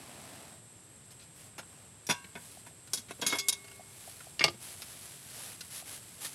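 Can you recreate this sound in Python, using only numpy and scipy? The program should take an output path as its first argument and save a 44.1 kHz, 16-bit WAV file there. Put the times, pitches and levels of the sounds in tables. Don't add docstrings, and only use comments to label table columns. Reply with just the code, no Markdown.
import sys
import numpy as np
from scipy import signal
from scipy.fft import rfft, irfft
from scipy.io import wavfile
from scipy.ndimage import map_coordinates

SR = 44100
rng = np.random.default_rng(int(sys.argv[2]) if len(sys.argv) > 2 else 0)


def waveform_to_disk(signal):
    frames = np.transpose(np.atleast_2d(signal))
    scaled = np.clip(frames, -1, 1) * 32767
    samples = np.round(scaled).astype(np.int16)
    wavfile.write(sys.argv[1], SR, samples)


N = 279698
TIME = np.arange(N) / SR

# (frequency [Hz], relative density [dB per Hz])
FOREST_SPECTRUM = [(20, -35), (40, -16), (65, -8), (105, 3), (170, -3.5), (260, -8.5), (500, -12),
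                   (1100, -17), (2000, -18.5), (3500, -19.5), (6500, -24.5), (10000, -27.5), (13000, -41),
                   (16000, -45)]
# (frequency [Hz], relative density [dB per Hz])
INSECT_SPECTRUM = [(6000, -58), (6900, -19), (7400, 0), (7800, -3), (8250, 3.5), (8600, 0), (9000, -16),
                   (9900, -27.5), (11050, -4.5), (11800, -19.5), (13500, -47)]
FOREST_DB, INSECTS_DB = -58, -57.5
# (time [s], level [dB])
CLUCKS = [(2.572, -46), (2.710, -54), (3.795, -43), (3.806, -45.5), (4.076, -41.5), (4.086, -50),
          (4.269, -44), (5.824, -44.5)]

# (frequency [Hz], relative density [dB per Hz])
SHUFFLE_SPECTRUM = [(40, -22), (110, -0.5), (250, 2), (470, -5), (680, 1.5), (1200, -6.5), (3000, -9),
                    (6000, -15.5), (14000, -33)]
# (frequency [Hz], relative density [dB per Hz])
RUSTLE_SPECTRUM = [(100, -38), (450, -10), (900, -7), (1700, -4.5), (2500, -3), (4500, -3), (6500, -3.5),
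                   (9000, -2), (10700, 3.5), (12000, -3), (13500, -12), (16000, -22)]
# (start [s], length [s], rustle [dB], shuffle relative to the rustle [dB])
STROKES = [(-.17, 0.77, -56.5, 4), (1.335, .17, -56.5, -6), (1.64, 0.26, -65.5, 3), (2.34, .29, -55, -17),
           (2.888, .12, -59, -14), (3.68, 0.12, -62, -16), (3.88, 0.48, -53.5, -15), (4.02, 0.11, -53, -20),
           (4.595, 0.17, -48.5, -11), (4.797, 0.2, -55, -7), (5.0, 0.092, -50.5, -18),
           (5.283, 0.28, -46.5, -10), (5.699, 0.13, -43.5, -20), (5.85, 0.14, -45, -14),
           (6.2, 0.091, -41, -16.5)]
STROKE_SKEW, STROKE_POWER = 1.05, 0.55
# (start [s], rustle [dB])
RUBBING_SPELLS = [(0, -78), (2.1, -62.5), (2.7, -70), (2.95, -63), (3.1, -59.5), (4.595, -51.5),
                  (5.53, -54), (6.2, -49)]
SPELL_FADE_S, SPELL_SHUFFLE_DB = .022, -15

COLOUR_HZ = [200, 750, 2000, 4800, 10000]
# (frequency [Hz], gain [dB])
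BLOW_COLOUR = [(30, -27), (70, -13.5), (150, 3.5), (400, 1), (5500, 3.5), (7800, 0.5), (11000, 5),
               (13000, -4), (16000, -28)]
# (time [s], scrape length [s], thud [dB],
# peak level [dB], peak centre [Hz], fall to both sides [dB per octave])
KNOCKS = [(1.106, 0.018, -52, -51.5, 5500, 4), (1.195, 0.046, -55, -48, 3200, 9),
          (1.581, .016, -38, -31, 746, 4.5), (1.63, .004, -52, -44, 900, 6.5),
          (2.243, .003, -33, -37, 2000, 10), (2.873, .005, -39, -46.5, 3000, 3.5),
          (3.085, 0.022, -33, -42.5, 2000, 7.5), (3.193, .006, -31, -39, 600, 10),
          (4.205, 0.0048, -50, -35, 1400, 10.5), (4.501, .003, -26, -36, 800, 4.5),
          (4.543, .0045, -25.5, -45, 500, 4.5), (4.82, .004, -56, -36.5, 2200, 2.5),
          (5.608, 0.0031, -37, -32.5, 3940, 7), (6.247, 0.0068, -39, -36, 10000, 1.7)]
# (frequency [Hz], height [dB])
SLAT_RESONANCES = [(160, 3.4), (520, 5.7), (850, 2), (1400, 8.5), (1800, 3.1), (2800, 2.8), (3900, 4.5)]
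KNOCK_T60_S = 0.055

# (frequency [Hz], relative level [dB], t60 [s])
POT_MODES = [(974, -32, .32), (1098, -41, .48), (1528, -44, .4), (1593, -40.5, .52), (2169, -52, .7),
             (2729, -44, .45), (2777, -44.5, .48), (2309, -48, .35), (2600, -47, .35), (3106, -50, .3),
             (3262, -45, .26), (3536, -48, .3), (3676, -48, .3), (4102, -48, .35), (5044, -48, .32),
             (5222, -51, .4), (5824, -51, .35), (5916, -46, .22), (6465, -44, .2), (7413, -49, .25),
             (9722, -45, .18), (10270, -46, .18)]
# (frequency [Hz], relative level [dB], t60 [s])
LID_MODES = [(398, -53, 2.2), (780, -60, .6), (1136, -56, 2.1), (2178, -38.5, 1.25), (2616, -53, .5),
             (3483, -42, .33), (4996, -34, .15), (6616, -37, .21), (415, -43, .17), (662, -43, .14),
             (845, -45, .12), (1200, -49, .2), (1500, -49, .3), (2172, -42, .3), (2325, -51, .25),
             (2785, -48, .4), (3165, -48, .2), (3289, -56, .6), (3865, -44, .12), (4441, -48, .15),
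             (4581, -47, .18), (5136, -45, .2), (5447, -41, .12), (6105, -46, .1), (7924, -48, .1),
             (9184, -41, .08), (10090, -40, .1)]
# (frequency [Hz], level [dB], t60 [s])
FLOOR_MODES = [(88.5, -47, .5), (122.4, -46, 0.44), (160.5, -51, 0.44), (256, -54, .3), (347, -44, 0.37)]

# (time [s], tick [dB], lid ring [dB])
FINGER_TAPS = [(3.643, -44.5, -17), (3.68, -45, -21), (3.714, -45, -19)]
TAP_RING_COLOUR_DB = [-11, 0, -12, -30, -38]
# (frequency [Hz], height [dB])
TAP_RESONANCES = [(1450, 10), (2750, 7)]
TAP_SCRAPE_S, TAP_THUD_DB, TAP_CENTRE_HZ, TAP_FALL_DB_PER_OCTAVE = 0.0028, -45, 2500, 4.0

# (time [s], scrape length [s], clatter t60 [s], thud [dB], knock [dB],
# clank [dB], clash [dB], sizzle [dB], lid ring [dB], share of the free ring time [1])
LID_ON_FLOOR = [(4.394, 0.0018, 0.035, -33, -30, -22.5, -22, -43, -4.5, 0.32),
                (4.408, 0.0027, 0.12, -23.5, -25, -14.5, -31, -50, -0.5, 0.87),
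                (4.4405, 0.0015, 0.017, -26, -15, -12, -2.5, -26, -14, 0.6),
                (4.4439, 0.0066, 0.068, -21.5, -14.5, -21.5, -17, -33.5, -13, 0.79),
                (4.4818, 0.001, 0.043, -21, -21.5, -27, -21, -48, -20, 0.3)]
# (frequency [Hz], height [dB])
LID_AND_FLOOR = [(158, 9.2), (342, 7), (413, 10.5), (550, 5.4), (658, 10.6), (847, 7.6), (1198, 9.2),
                 (1851, 4.6), (2178, 12.6), (2343, 6.4), (2800, 11), (3302, 6.6), (4579, 9.1), (5039, 6.4),
                 (5674, 2.1), (6614, 2.1), (7703, 7.5), (11082, 9.4)]
LID_RESTS_S, RESTING_T60_S = 4.482, 0.041

# (time [s], scrape length [s], clatter t60 [s], thud [dB], knock [dB],
# clank [dB], clash [dB], sizzle [dB], pot ring [dB], lid ring [dB], share of the free ring time [1])
LID_ON_RIM = [(2.9338, 0.0037, 0.087, -26, -30, -37.5, -22, -22, -4, -17, 0.2),
              (2.974, 0.002, 0.13, -26, -44, -43, -30.5, -38, -10, -20, 0.35),
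              (3.1086, 0.0042, 0.054, -29, -26.5, -37.5, -41, -42.5, -24, -28, 0.24),
              (3.215, 0.0044, 0.096, -44, -45, -41, -27.5, -36, -23, -19, 0.76),
              (3.221, 0.0073, 0.094, -17.5, -22.5, -26.5, -32.5, -50, -4.5, -20, 0.92),
              (3.2647, 0.0047, 0.13, -20.5, -35, -28, -23, -23, -15, 1, 0.93),
              (3.297, 0.02, 0.25, -36, -32, -42, -28.5, -43, -25, -11, 0.36),
              (3.325, 0.0066, 0.088, -21, -15, -22, -34.5, -37.5, -19, -0.5, 0.97),
              (3.351, 0.005, 0.1, -32, -23, -31, -37, -36.5, -27, -12, 0.72),
              (3.386, 0.014, 0.056, -43, -41, -37, -22.5, -33, -18, 0.5, 0.79),
              (3.4844, 0.0083, 0.05, -33, -30, -34, -13.5, -19, 0.5, -16, 0.47),
              (3.526, 0.0051, 0.071, -36, -35, -41, -24, -33.5, -11, -11, 0.34)]
# (frequency [Hz], height [dB])
LID_AND_RIM = [(288, 8.4), (401, 4.7), (490, 6.3), (600, 4.7), (694, 5.6), (1006, 3), (1133, 1.2),
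               (1312, 4), (1498, 6.7), (1619, 2.8), (1735, 5.4), (2176, 15.6), (2430, 2.4), (2628, 9.3),
               (3341, 11.6), (3777, 10.5), (4455, 5.6), (5438, 3.7), (5789, 8.5), (6620, 9.5), (7364, 8.1),
               (8315, 2.6), (9133, 3.3), (9758, 9.4), (11137, 5.4)]

# (time [s], scrape length [s], clatter t60 [s], thud [dB], knock [dB],
# clank [dB], clash [dB], sizzle [dB], pot ring [dB], share of the free ring time [1])
POT_DOWN = [(2.067, 0.002, 0.084, -46, -58, -48, -37.5, -35, -33, 0.34),
            (2.0902, 0.0038, 0.053, -15, -23, -26.5, -34, -35, -6, 0.59),
            (2.0969, 0.016, 0.087, -23.5, -21.5, -22, -23.5, -29.5, -1.5, 0.97),
            (2.354, 0.0028, 0.082, -22, -29, -30, -47, -53, -15, 0.96),
            (2.665, 0.0068, 0.057, -38, -45, -44.5, -53.5, -47.5, -17, 0.32)]
# (frequency [Hz], height [dB])
POT_AND_GROUND = [(155, 7), (233, 7.5), (418, 2.5), (545, 3), (700, 9.5), (952, 13.5), (1504, 8),
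                  (1723, 11), (2176, 11.5), (2430, 7.5), (2612, 5), (3491, 13.5), (4963, 7), (5765, 11),
                  (6102, -2), (6634, 10), (9817, 6.5), (10758, -1)]

CUTOFF_HZ = 15800


def from_db(db):
    return 10 ** (np.asarray(db) / 20)


def rms_one(x):
    return x / np.sqrt(np.mean(x ** 2) + 1e-20)


def at_hz(points, hz):
    points = np.array(points)
    return np.interp(np.log(np.maximum(hz, 1)), np.log(points[:, 0]), points[:, 1])


def dying(t, t60):
    return np.exp(-np.log(1000) * t / np.maximum(t60, 1e-3))


def add(out, s, sound):
    start = int(round(s * SR))
    out[start:start + len(sound)] += sound[:N - start]


def wander(axis, step):
    knots = axis / step
    values = rng.standard_normal(int(knots[-1]) + 2)
    return rms_one(map_coordinates(values, [knots], order=2, mode="nearest"))


def noise(spectrum):
    gain = from_db(at_hz(spectrum, np.fft.rfftfreq(N, 1 / SR)))
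    return rms_one(irfft(rfft(rng.standard_normal(N)) * gain, N))


def causal_filter(x, gain_db):
    cepstrum = irfft(np.log(from_db(gain_db)))
    half = len(cepstrum) // 2
    cepstrum[1:half] *= 2
    cepstrum[half + 1:] = 0
    return irfft(rfft(x) * np.exp(rfft(cepstrum)))


def body(resonances, hz, width_hz):
    peaks_db = 0
    for centre, height_db in resonances:
        width = width_hz * np.sqrt(centre / SR)
        peaks_db = peaks_db + height_db / (1 + ((hz - centre) / width) ** 2)
    return peaks_db + at_hz(BLOW_COLOUR, hz)


def contact(thud_db, level_db, centre_hz, fall_db):
    octaves = np.abs(np.log2(np.array(COLOUR_HZ[1:]) / centre_hz))
    return [thud_db, *(level_db - fall_db * octaves)]


def clatter(rows, resonances, crack, width_hz, ripple_db, grain_db, ripple_hz=120, size=16384):
    out, t, hz = np.zeros(N), TIME[:size], np.fft.rfftfreq(size, 1 / SR)
    body_db = body(resonances, hz, width_hz)
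    for s, scrape, t60, *levels in rows:
        envelope = dying(np.maximum(t - scrape, 0), t60)
        burst = envelope * rng.standard_normal(size) * from_db(grain_db * wander(t, 0.00203))
        burst[0] += crack
        burst *= np.linalg.norm(envelope) / np.linalg.norm(burst)
        ripple = ripple_db * wander(hz, ripple_hz) * hz / (hz + 1500)
        spot_db = 20 * np.log10(rms_one(from_db(ripple)))
        colour_db = at_hz(list(zip(COLOUR_HZ, levels)), hz)
        add(out, s, causal_filter(burst, body_db + spot_db + colour_db))
    return out


def ring(modes, s, ring_db, colour_db, free_share, twin_db, split_hz=3.8, colour_share=0.87, spread_db=0.0):
    out = np.zeros(N)
    colour = list(zip(COLOUR_HZ, colour_share * (np.array(colour_db) - max(colour_db))))
    for hz, mode_db, t60 in modes:
        t = TIME[:int(t60 * np.clip(free_share, .05, 2) * SR) + 1]
        strength_db = ring_db + mode_db + at_hz(colour, hz) + spread_db * rng.standard_normal()
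        phase = 2 * np.pi * hz * (s + t)
        pair = np.sin(phase) + from_db(twin_db) * np.sin(phase + 2 * np.pi * split_hz * t)
        add(out, s, from_db(strength_db) * pair * dying(t, t60 * free_share))
    return out


def forest(flutter_db=0.66):
    chorus = noise(INSECT_SPECTRUM) * from_db(INSECTS_DB + flutter_db * wander(TIME, 0.023))
    return from_db(FOREST_DB) * noise(FOREST_SPECTRUM) + chorus


def clucks(pitch_hz=700, length_s=0.0094):
    out, t = np.zeros(N), TIME[:int(length_s * SR)]
    swell = np.sin(np.pi * np.sqrt(t / length_s)) ** 2
    for s, level_db in CLUCKS:
        add(out, s, from_db(level_db) * swell * np.sin(2 * np.pi * pitch_hz * t))
    return out


def stroke(start, length):
    progress = np.clip((TIME - start) / length, 0, 1)
    return np.abs(np.sin(np.pi * progress ** STROKE_SKEW)) ** STROKE_POWER


def movement(grain_db=1.5, sway_db=0.55):
    steady_db = np.full(N, float(RUBBING_SPELLS[0][1]))
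    for start, level_db in RUBBING_SPELLS[1:]:
        steady_db += (level_db - steady_db) * np.clip((TIME - start) / SPELL_FADE_S, 0, 1)
    rustle_power = from_db(steady_db + sway_db * wander(TIME, .05)) ** 2
    shuffle_power = rustle_power * from_db(SPELL_SHUFFLE_DB) ** 2
    for start, length, level_db, shuffle_db in STROKES:
        power = (from_db(level_db) * stroke(start, length)) ** 2
        rustle_power += power
        shuffle_power += power * from_db(shuffle_db) ** 2
    grain = rms_one(from_db(grain_db * wander(TIME, .003)))
    shuffle = np.sqrt(shuffle_power) * noise(SHUFFLE_SPECTRUM)
    rustle = np.sqrt(rustle_power) * noise(RUSTLE_SPECTRUM)
    return grain * (shuffle + rustle)


def bamboo(gain_db=-1.0):
    rows = [(s, scrape, KNOCK_T60_S, *contact(*blow)) for s, scrape, *blow in KNOCKS]
    knocks = clatter(rows, SLAT_RESONANCES, crack=3.6, width_hz=350, ripple_db=4.5, grain_db=-1.0)
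    return from_db(gain_db) * knocks


def floor_boom():
    t = TIME[:SR // 2]
    drop_s = max(LID_ON_FLOOR, key=lambda row: max(row[3:8]))[0]
    out = np.zeros(N)
    for hz, mode_db, t60 in FLOOR_MODES:
        add(out, drop_s, from_db(mode_db) * np.sin(2 * np.pi * hz * t) * dying(t, t60))
    return out


def lid_carried(tick_t60=.033, free_share=0.8):
    rings, ticks = np.zeros(N), []
    for s, tick_db, lid_db in FINGER_TAPS:
        rings += ring(LID_MODES, s, lid_db, TAP_RING_COLOUR_DB, free_share, twin_db=-29)
        levels = contact(TAP_THUD_DB, tick_db, TAP_CENTRE_HZ, TAP_FALL_DB_PER_OCTAVE)
        ticks.append((s, TAP_SCRAPE_S, tick_t60, *levels))
    return rings + clatter(ticks, TAP_RESONANCES, crack=3.6, width_hz=280, ripple_db=5.0, grain_db=3.0)


def lid_laid_down():
    rings = np.zeros(N)
    for s, _, _, *colour_db, lid_db, share in LID_ON_FLOOR:
        rings += ring(LID_MODES, s, lid_db + 1.5, colour_db, share, twin_db=-8.5, colour_share=0.69)
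    rings *= dying(np.maximum(TIME - LID_RESTS_S, 0), RESTING_T60_S)
    blows = clatter(LID_ON_FLOOR, LID_AND_FLOOR, crack=6.1, width_hz=190, ripple_db=3.0, grain_db=3.5)
    return rings + from_db(-5) * blows


def lid_lifted(choke=0.33):
    rings = np.zeros(N)
    for s, _, _, *colour_db, pot_db, lid_db, share in LID_ON_RIM:
        rings *= np.where(TIME < s, 1, np.clip(share, .05, 1) ** choke)
        rings += ring(POT_MODES, s, pot_db, colour_db, share, twin_db=-25)
        rings += ring(LID_MODES, s, lid_db, colour_db, share, twin_db=-13)
    blows = clatter(LID_ON_RIM, LID_AND_RIM, crack=3.9, width_hz=230, ripple_db=4.5, grain_db=2.5)
    return rings + from_db(-5) * blows


def pot_put_down():
    rings = np.zeros(N)
    for s, _, _, *colour_db, pot_db, share in POT_DOWN:
        rings += ring(POT_MODES, s, pot_db - 2, colour_db, share, twin_db=-33)
    blows = clatter(POT_DOWN, POT_AND_GROUND, crack=4, width_hz=264, ripple_db=3.0, grain_db=1.5)
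    return rings + from_db(-5) * blows


def hut(x, t60=0.22, wet_db=-19, dull_hz=6000):
    t = TIME[:SR // 2]
    scatter = rng.standard_normal(len(t)) * dying(t, t60) * (t > .008)
    scatter /= np.linalg.norm(scatter)
    scatter = signal.sosfilt(signal.butter(1, dull_hz, fs=SR, output="sos"), scatter)
    return x + from_db(wet_db) * signal.fftconvolve(x, scatter)[:N]


def scene():
    steel = pot_put_down() + lid_lifted() + lid_carried() + lid_laid_down()
    in_hut = hut(steel + floor_boom() + bamboo() + clucks())
    return (in_hut + movement() + forest())[None]


def record(dry):
    thin = signal.sosfilt(signal.butter(3, 42, "high", fs=SR, output="sos"), dry)
    return signal.sosfilt(signal.ellip(10, .1, 80, CUTOFF_HZ, fs=SR, output="sos"), thin)


dry = scene()
out = record(dry)
waveform_to_disk(out)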